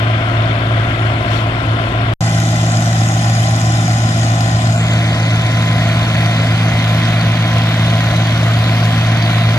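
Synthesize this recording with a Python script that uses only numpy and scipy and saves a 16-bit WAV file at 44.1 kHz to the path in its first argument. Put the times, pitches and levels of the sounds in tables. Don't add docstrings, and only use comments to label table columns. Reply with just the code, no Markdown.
import sys
import numpy as np
from scipy import signal
from scipy.fft import rfft, irfft, next_fast_len
from scipy.io import wavfile
from scipy.ndimage import uniform_filter1d, map_coordinates

SR = 44100
rng = np.random.default_rng(int(sys.argv[2]) if len(sys.argv) > 2 else 0)


def to_wav(s):
    ch = np.atleast_2d(s).T
    pcm = np.round(np.clip(ch, -1, 1) * 32767)
    wavfile.write(sys.argv[1], SR, pcm.astype(np.int16))


N = 422478
TIME = np.arange(N) / SR
SIZE = next_fast_len(N + 8192, True)
HZ = np.fft.rfftfreq(SIZE, 1 / SR)
TOP_HZ = 13150
SIDE_END, AHEAD_START = 2.137, 2.207


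def amp(db):
    return 10 ** (np.asarray(db) / 20)


def unit(x):
    return x / np.sqrt(np.mean(x ** 2) + 1e-20)


def curve(rows):
    return np.interp(TIME, *np.transpose(rows))


def wobble(rate):
    coarse = np.arange(0, TIME[-1] + .01, .002)
    knots = rng.standard_normal(2048)
    smooth = map_coordinates(knots, [coarse * rate], mode="wrap")
    return np.interp(TIME, coarse, smooth)


def filtered(x, response):
    return irfft(rfft(x, SIZE) * response, SIZE)[..., :N]


def columns(rows):
    hz, *cols = np.transpose(rows)
    return [np.interp(np.log(HZ + 1), np.log(hz), col) for col in cols]


# [t/s, f/Hz]
FIRING = [(0.5, 111.98), (1.45, 111.66), (2.45, 113.65), (3.35, 113.68), (6.05, 113.3), (9.5, 113.35)]


def engine_firings():
    return np.cumsum(curve(FIRING)) / SR


# [t/s, share of the second 0-1]
TO_SECOND = [(4.66, 0), (4.73, .2), (4.8, .85), (4.92, 1)]


def drone(turns, table, flutter_db, slip, slip_rate):
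    out = np.zeros(N)
    stray = slip * wobble(slip_rate)
    second_share = curve(TO_SECOND)
    for multiple, side_db, *front_db in table:
        front = front_db[0] * (1 - second_share) + front_db[-1] * second_share
        level_db = np.where(TIME < AHEAD_START, side_db, front) + flutter_db * wobble(11)
        phase = round(multiple) * (turns + stray) + rng.random()
        out += np.sqrt(2) * amp(level_db) * np.sin(2 * np.pi * phase)
    return out


# [multiple of the engine cycle, side level/dB, first front level/dB,
# second front level/dB where it differs]
EXHAUST = [(2, -52, -48), (4, -47, -39), (5, -42, -50), (6, -17.8, -14.2), (12, -47, -35), (13, -50, -41.5),
           (14, -50, -43.5), (15, -52, -45), (19, -53, -51), (24, -53, -56, -50), (29, -56, -52, -45),
           (32, -46, -46), (35, -48, -44), (36, -40, -41), (37, -46, -45), (38, -44, -47), (39, -47, -44),
           (41, -52, -44), (42, -54, -45)]
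# [t/s, level/dB]
LOAD = [(.5, 2), (1.6, -0.5), (2.4, 0), (3.4, 1), (4.6, 0.3), (5.8, -0.5), (7.2, -0.1), (9.4, 0.8)]


def exhaust_note(cycle):
    return amp(curve(LOAD)) * drone(cycle, EXHAUST, flutter_db=.3, slip=.001, slip_rate=14)


# [multiple of rotor speed, side level/dB, front level/dB]
FLAILS = [(1, -51, -51), (3, -34, -38), (4, -30.5, -31.5), (5, -33, -35), (6, -46, -40), (7, -45, -41),
          (8, -48, -42), (10, -48, -43)]


def flail_rotor(firings):
    return drone(.233 * firings, FLAILS, flutter_db=0.2, slip=0.0049, slip_rate=5.7)


BLOWER_TURNS = .2432
# [multiple of blower speed, side level/dB, front level/dB]
BLOWER = [(2, -32, -43), (3, -41, -52), (4, -28, -38), (6, -34, -21.8), (10, -32.5, -46), (12, -36.5, -49),
          (14, -38.5, -55), (16, -47, -55), (18, -46, -52), (20, -54, -47)]
# [t/s, level/dB]
BLOWER_HUM = [(2.14, 0), (2.4, 2), (3.1, -.5), (4.1, -2), (5.2, .7), (7.9, 1.3), (9.5, -1.7)]


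def blower_hum(firings):
    hum = drone(BLOWER_TURNS * firings, BLOWER, flutter_db=0.55, slip=0.0048, slip_rate=5)
    return amp(curve(BLOWER_HUM)) * hum


# [t/s, f/Hz]
MESH = [(2.14, 343.3), (2.2, 340.9), (9.5, 339.8)]
# [multiple of mesh rate, side level/dB, first front level/dB,
# second front level/dB where it differs]
GEARS = [(1, -48, -50), (2, -42, -44), (3, -36.0, -34.3, -35.5)]
# [t/s, level/dB]
WHINE = [(0, 1), (.3, 2.5), (.65, -3), (1.65, 2), (2.3, -.5), (4.6, -.5), (6.1, 2.2), (7, -.5), (8.7, 0),
         (9.5, -2)]
# [multiple of mesh rate, side level/dB,
# first front level/dB, second front level/dB]
GEAR_OVERTONES = [(4, -39.5, -47, -45.5), (5, -56, -52, -47), (6, -52, -43.5, -39.8), (7, -58, -57, -45.5)]
# [multiple of the engine cycle,
# side level/dB, first front level/dB, second front level/dB]
GEAR_TRAIN = [(99, -60, -56, -49.5), (100, -60, -58, -51), (110, -60, -56, -51.5)]
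# [t/s, level/dB]
OVERTONE_WHINE = [(2.3, 7), (3.9, 2), (5.0, 4), (5.7, 4), (6.4, 6.5), (7.3, 2), (8.3, -4), (9.2, 4)]


def gearbox_whine(cycle):
    mesh = np.cumsum(curve(MESH)) / SR
    whine = drone(mesh, GEARS, flutter_db=2.0, slip=.015, slip_rate=16)
    overtones = drone(mesh, GEAR_OVERTONES, flutter_db=2.4, slip=.012, slip_rate=12)
    overtones += drone(cycle, GEAR_TRAIN, flutter_db=3, slip=.001, slip_rate=10)
    return whine * amp(curve(WHINE)) + overtones * amp(curve(OVERTONE_WHINE))


# [multiple of pump speed, side level/dB, first front level/dB, second front level/dB]
PUMP = [(1, -40.5, -45.5, -47)]


def oil_pump(firings):
    return drone(3.078 * firings, PUMP, flutter_db=2.5, slip=0.056, slip_rate=6)


# [multiple of fan tone, side level/dB, first front level/dB,
# second front level/dB where it differs]
FAN = [(1, -60, -38), (2, -43, -44), (6, -60, -56, -46)]


def cooling_fan(firings):
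    return drone(2.774 * firings, FAN, flutter_db=2.5, slip=0.031, slip_rate=6)


def driveline(firings):
    cycle = firings / 6
    return (exhaust_note(cycle) + flail_rotor(firings) + blower_hum(firings)
            + gearbox_whine(cycle) + oil_pump(firings) + cooling_fan(firings))


def bursts(firings, cylinder_db, lag, rise, decay, scatter_db):
    late = firings + len(cylinder_db) - lag
    number, age = late.astype(int), late % 1
    size_db = cylinder_db[number % len(cylinder_db)] + scatter_db * rng.standard_normal(2048)[number]
    swell = np.sin(np.pi / 2 * np.minimum(age / rise, 1))
    return unit(amp(size_db) * (.4 + .6 * swell) * np.exp(-age / decay))


# [knock level/dB, exhaust bark level/dB]
CYLINDERS = [(-2, -3), (0, 1), (0, 2), (3, 2), (-2, -5), (5.5, 2)]


def cylinder_pulses(firings):
    knock_db, bark_db = np.transpose(CYLINDERS)
    knock = bursts(firings, knock_db, lag=.2, rise=.22, decay=.55, scatter_db=.9)
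    bark = bursts(firings, bark_db, lag=.1, rise=.28, decay=.85, scatter_db=.5)
    return knock, bark


def gated_noise(envelope, share):
    return rng.standard_normal((2, N)) * np.sqrt(1 - share + share * envelope ** 2)


# [middle t/s, length/s, level/dB]
PATCHES = [(1.36, 0.22, 4.6), (2.05, 0.45, -0.5), (4.204, 0.1, 0.5), (6.25, .3, 0), (7.3, .6, -0.8),
           (8.0, .25, -0.5), (8.5, 0.54, 0), (9.298, .25, 0.5)]
FEED_UNEVEN_DB, FEED_RATE = -0.08, 3.1


def crop_feed():
    feed_db = FEED_UNEVEN_DB * wobble(FEED_RATE)
    for middle, length, db in PATCHES:
        position = np.clip((TIME - middle) / length, -.5, .5)
        feed_db = feed_db + db * np.cos(np.pi * position) ** 2
    return feed_db


def stalks(per_second, spread_db, life, top_hz):
    when, pitch, size, phase = rng.random((int(per_second * N / SR), 4)).T[:, :, None]
    k = np.arange(256)
    ticks = np.sin(2 * np.pi * (pitch * top_hz * k / SR + phase)) * np.exp(-k / (life * SR))
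    ticks *= amp(spread_db * np.minimum(-np.log(size), 4))
    places = (when * N).astype(int) + k
    return unit(np.bincount(places.ravel(), ticks.ravel(), N)[:N])


def crop_spray(knock, feed_db, knock_share, spray_db):
    ticks = np.array([stalks(per_second=1000, spread_db=3.0, life=.0014, top_hz=TOP_HZ)
                      for channel in range(2)])
    grains = .9 * gated_noise(knock, knock_share) + .46 * ticks
    return grains * amp(spray_db + 1.4 * feed_db)


# [t/s, level/dB, f/Hz]
HARD_STALKS = [(2.4016, -17, 6590), (3.122, -21, 6540), (4.4075, -13.5, 4960), (4.6729, -20, 4100),
               (5.8892, -21, 4310), (6.2603, -19, 4460), (7.7415, -22, 3580), (8.166, -21, 4020),
               (8.2713, -19, 4640)]
STALK_LIFE_S, STALK_CRACK = .0014, .28


def hard_stalks():
    out = np.zeros(N)
    t = np.arange(SR // 100) / SR
    for start, db, hz in HARD_STALKS:
        tick = np.sin(2 * np.pi * hz * t) + STALK_CRACK * rng.standard_normal(len(t))
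        out[round(start * SR):][:len(t)] += amp(db) * tick * np.exp(-t / STALK_LIFE_S)
    return out


# [t/s, level/dB]
AIR_FLOW = [(.3, 0.5), (.7, 0), (1.3, -0.9), (1.9, -0.7), (2.25, -1), (4.3, -1.2), (4.9, -1.5), (5.5, -1.5),
            (6.3, -0.9), (7.0, -1.5), (9.5, -2)]


def air_stream(firings, knock, feed_db, air_db, clatter_db):
    clatter = np.array([stalks(per_second=260, spread_db=2.5, life=.0016, top_hz=3500)
                        for channel in range(2)])
    wad_db = .8 * np.cos(2 * np.pi * BLOWER_TURNS * firings)
    rush = gated_noise(knock, share=.11) + amp(clatter_db) * clatter
    return rush * amp(air_db + curve(AIR_FLOW) + .15 * feed_db + wad_db)


def patchy(x, depth_db):
    z = signal.stft(x, nperseg=256)[2]
    field = uniform_filter1d(rng.standard_normal(z.shape[1:]), size=4, axis=0)
    field = unit(uniform_filter1d(field, size=24, axis=1))
    patched = signal.istft(z * amp(depth_db * field), nperseg=256)[1]
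    return rfft(patched[:, :N], SIZE)


def panel_modes(spacing_hz, depth_db):
    ripple = map_coordinates(rng.standard_normal(2048), [HZ / spacing_hz], order=1, mode="wrap")
    return amp(depth_db * ripple * HZ ** 2 / (HZ ** 2 + 1500 ** 2))


def machine_noise(firings, knock, bark, feed_db, knock_share, pipe_db, air_db, spray_db, clatter_db):
    pipe = gated_noise(bark, share=.8) * amp(pipe_db)
    air = air_stream(firings, knock, feed_db, air_db, clatter_db)
    spray = crop_spray(knock, feed_db, knock_share, spray_db)
    low = 1 / (1 + (HZ / 900) ** 4)
    top = HZ ** 4 / (HZ ** 4 + 3500 ** 4)
    upper = patchy(air, depth_db=0.88) * np.sqrt(1 - top) + patchy(spray, depth_db=1.5) * np.sqrt(top)
    upper *= panel_modes(spacing_hz=45, depth_db=1.3)
    return rfft(pipe, SIZE) * np.sqrt(low) + upper * np.sqrt(1 - low)


# [f/Hz, left level/dB per Hz, right level/dB per Hz, likeness of the ports 0-1, left lead/rad]
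SIDE_ROAR = [(25, -60.0, -60.0, 1.0, 0.0), (38, -60.0, -60.0, 1, 0.0), (58, -49.5, -49.5, 1.0, 0.0),
             (110, -46.0, -46.0, 1, 0.0), (240, -52.5, -52.5, 0.97, 0.1), (340, -53.5, -53.0, 0.97, 0.6),
             (390, -56.0, -54.5, 0.94, 1.1), (460, -57.5, -63.5, 0.81, 1.4), (560, -51.5, -57.0, 0.95, 0.6),
             (690, -46.0, -48.0, 0.99, 0.9), (790, -54.5, -54.5, 0.85, 1.4)]
SIDE_HISS = [(880, -55.0, -57.0, 0.73, 2.3), (1070, -50.5, -58.0, 0.82, 1.6),
             (1200, -52.5, -57.5, 0.81, 2.1), (1450, -50.0, -59.0, 0.51, 2.2),
             (1650, -50.5, -53.5, 0.78, 2.5), (1800, -54.0, -56.5, 0.71, 3.5),
             (1980, -53.5, -65.0, 0.32, 5.3), (2250, -54.0, -61.0, 0.56, 9.0),
             (2550, -56.5, -68.5, 0.25, 9.6), (2800, -56.5, -68.0, 0.53, 9.6),
             (3050, -55.5, -68.0, 0.52, 10.5), (3680, -58.5, -74.0, 0.19, 13.6),
             (3850, -66.0, -83.5, 0.1, 13.6), (4200, -64.0, -81.0, 0.1, 13.6),
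             (4900, -73.0, -89.0, 0.1, 13.6), (5300, -70.5, -87.0, 0.1, 13.6),
             (5800, -78.5, -95.5, 0.1, 13.6), (6100, -76.0, -90.5, 0.1, 13.6),
             (6700, -81.5, -99.0, 0.1, 13.6), (7500, -78.5, -95.5, 0.1, 13.6),
             (8600, -84.5, -101.0, 0.1, 13.6), (9500, -83.0, -98.0, 0.1, 13.6),
             (12000, -90.5, -106.0, 0.1, 13.6)]
FIRST_ROAR = [(25, -60.5, -60.5, 1.0, 0.0), (38, -60.0, -60.0, 1, 0.0), (58, -50.5, -50.5, 1.0, 0.0),
              (110, -47.0, -47.0, 1.0, 0.0), (240, -48.9, -49.2, 1.0, 0.0), (340, -56.0, -54.5, 0.96, 0.5),
              (390, -63.5, -62.0, 0.78, 0.6), (470, -65.5, -70.0, 0.84, 0.5),
              (560, -54.0, -59.0, 0.95, 0.3), (690, -47.7, -48.3, 0.98, 0.5),
              (790, -52.5, -48.5, 0.93, 0.9)]
FIRST_HISS = [(850, -57.5, -51.5, 0.75, 1.5), (920, -60, -60.5, 0.88, 2.6), (1070, -56.5, -61.0, 0.78, 1.7),
              (1220, -57.0, -60.0, 0.75, 2.4), (1400, -53.0, -59.5, 0.74, 2.0),
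              (1550, -54.0, -55.0, 0.8, 2.5), (1660, -58.5, -58.5, 0.97, 3.2),
              (1850, -57.5, -64.5, 0.46, 5.4), (2060, -55.5, -59.5, 0.62, 8.8),
              (2190, -59.0, -61.5, 0.88, 9.4), (2450, -60.0, -64.5, 0.54, 12.9),
              (2750, -61.0, -64.0, 0.67, 15.6), (3100, -59.0, -66.5, 0.34, 20.7),
              (3350, -59.5, -63.5, 0.52, 23.0), (3550, -61.5, -63.5, 0.53, 24.8),
              (3850, -63.5, -70.0, 0.13, 25.9), (4200, -64.0, -65.5, 0.6, 27.6),
              (4480, -64.5, -64.5, 0.96, 28.3), (4800, -63.0, -63.0, 0.74, 28.2),
              (5250, -64.5, -64.5, 0.33, 31.0), (5550, -66.0, -66.0, 0.25, 34.8),
              (5800, -65.5, -65.5, 0.48, 37.8), (6000, -65.5, -65.5, 0.19, 41.1),
              (6250, -64.0, -64.0, 0.04, 42.2), (6550, -62.5, -64.5, 0.43, 43.6),
              (7150, -64.0, -66.0, 0.38, 44.5), (7600, -65.5, -71.0, 0.1, 44.5),
              (8600, -73.5, -78.0, 0.1, 44.5), (9800, -78.5, -74.5, 0.1, 44.5),
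              (12500, -84.5, -84.5, 0.1, 44.5)]
LATER_ROAR = [(25, -63.5, -63.5, 1.0, 0.0), (38, -59.0, -59.0, 1, 0.0), (58, -50.5, -50.5, 1.0, 0.0),
              (110, -46.3, -46.3, 1.0, 0.0), (240, -48.9, -48.9, 1.0, 0.0), (340, -57.0, -57.0, 0.96, 0.5),
              (390, -60.5, -62.0, 0.78, 0.6), (460, -59.0, -62.0, 0.84, 0.5),
              (560, -55.0, -56.5, 0.95, 0.3), (690, -47.5, -47.7, 0.98, 0.5),
              (790, -55.5, -54.0, 0.93, 0.9)]
SECOND_HISS = [(880, -56.5, -61.0, 0.7, 1.4), (1070, -57.5, -60.0, 0.77, 1.1),
               (1200, -57.5, -61.0, 0.68, 1.2), (1450, -52.0, -55.5, 0.88, 1.2),
               (1680, -59.0, -62.5, 0.54, 0.5), (1900, -56.0, -55.5, 0.82, 1.4),
               (2100, -56.0, -55.5, 0.81, 1.4), (2500, -57.0, -57.0, 0.74, 2.4),
               (2800, -59.5, -59.0, 0.96, 3.1), (3000, -58.5, -58.0, 0.92, 3.1),
               (3250, -58.0, -57.0, 0.92, 3.2), (3600, -61.5, -59.0, 0.54, 3.9),
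               (4100, -62.5, -62.5, 0.61, 5.7), (4600, -65.5, -68.5, 0.64, 6.3),
               (5300, -68.5, -83.5, 0.1, 6.3), (6300, -67.0, -84.0, 0.1, 6.3),
               (7800, -75.0, -91.5, 0.1, 6.3), (8700, -78.5, -93.5, 0.1, 6.3),
               (9400, -78.5, -92.5, 0.1, 6.3), (12500, -83.5, -101.5, 0.1, 6.3)]
THIRD_HISS = [(880, -57.5, -60.0, 0.69, 1.2), (1070, -54.0, -57.5, 0.88, 0.7),
              (1200, -55.0, -59.5, 0.83, 0.7), (1450, -52.0, -55.0, 0.88, 1.1),
              (1680, -57.5, -58.0, 0.84, 0.1), (1900, -55.5, -55.0, 0.85, 0.8),
              (2100, -55.5, -53.5, 0.73, 1.1), (2500, -57.5, -55.5, 0.7, 1.7),
              (2850, -58.5, -58.0, 0.72, 2.7), (3150, -59.5, -56.0, 0.64, 2.8),
              (3500, -59.5, -55.5, 0.62, 3.2), (4100, -62.5, -60.0, 0.47, 5.2),
              (4600, -65.0, -65.5, 0.79, 6.2), (5200, -67.0, -79.0, 0.1, 6.2),
              (6200, -67.5, -84.0, 0.1, 6.2), (7800, -76.5, -93.5, 0.1, 6.2),
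              (8700, -79.5, -95.0, 0.1, 6.2), (9400, -77.5, -91.5, 0.1, 6.2),
              (10600, -81.0, -94.0, 0.1, 6.2), (12500, -79.5, -96.5, 0.1, 6.2)]


def vantage(tones, noise, roar, hiss):
    left_db, right_db, alike, lead = columns(list(roar) + list(hiss))
    common, apart = noise
    turn = np.arccos(np.clip(alike, 0, 1)) / 2
    sign = np.array([[1], [-1]])
    ports = amp([left_db, right_db])
    rush = ports * np.sqrt(SR / 2) * (np.cos(turn) * common + sign * np.sin(turn) * apart)
    lines = tones * ports / np.sqrt(np.mean(ports ** 2, axis=0))
    return irfft((rush + lines) * np.exp(.5j * sign * lead), SIZE)[:, :N]


# [t/s, delay/s]
PORT_DELAY = [(2.2, -.000016), (4.8, .000022)]


def drifting(pair):
    late = (TIME - curve(PORT_DELAY)) * SR
    return np.array([pair[0], map_coordinates(pair[1], [late], mode="mirror")])


# [t/s, share of the third 0-1]
TO_THIRD = [(5.35, 0), (5.85, .55), (6.4, .45), (6.85, 1)]
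# [t/s, share left over 0-1]
SPRAY_LEFT = [(4.7, 1), (4.82, .45), (5.0, .1), (5.2, 0)]
SPRAY_RIGHT = [(3.8, 1), (4.3, .6), (4.6, .3), (4.85, 0)]


def front_tones(first, second, third):
    second_share, third_share = curve(TO_SECOND), curve(TO_THIRD)
    later = (1 - third_share) * second + third_share * third
    difference = first - later
    treble = filtered(difference, HZ ** 16 / (HZ ** 16 + 5200. ** 16))
    spray = np.array([curve(SPRAY_LEFT), curve(SPRAY_RIGHT)])
    return later + (difference - treble) * (1 - second_share) + treble * spray


def scene():
    firings = engine_firings()
    tones = rfft(driveline(firings), SIZE)
    knock, bark = cylinder_pulses(firings)
    feed_db = crop_feed()
    flank = machine_noise(firings, knock, bark, feed_db, knock_share=0.15, pipe_db=0.14,
                          air_db=-1.65, spray_db=-1.8, clatter_db=-14)
    nose = machine_noise(firings, knock, bark, feed_db, knock_share=0.4, pipe_db=0.4,
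                         air_db=-0.6, spray_db=-0.1, clatter_db=-15)
    side = vantage(tones, flank, SIDE_ROAR, SIDE_HISS)
    first = drifting(vantage(tones, nose, FIRST_ROAR, FIRST_HISS))
    second = vantage(tones, nose, LATER_ROAR, SECOND_HISS)
    third = vantage(tones, nose, LATER_ROAR, THIRD_HISS)
    front = front_tones(first, second, third) + hard_stalks()
    return side * (TIME < SIDE_END) + front * (TIME > AHEAD_START)


def record(dry):
    return filtered(dry, (HZ < TOP_HZ) * HZ ** 2 / (HZ ** 2 + 9 ** 2))


dry = scene()
out = record(dry)
to_wav(out)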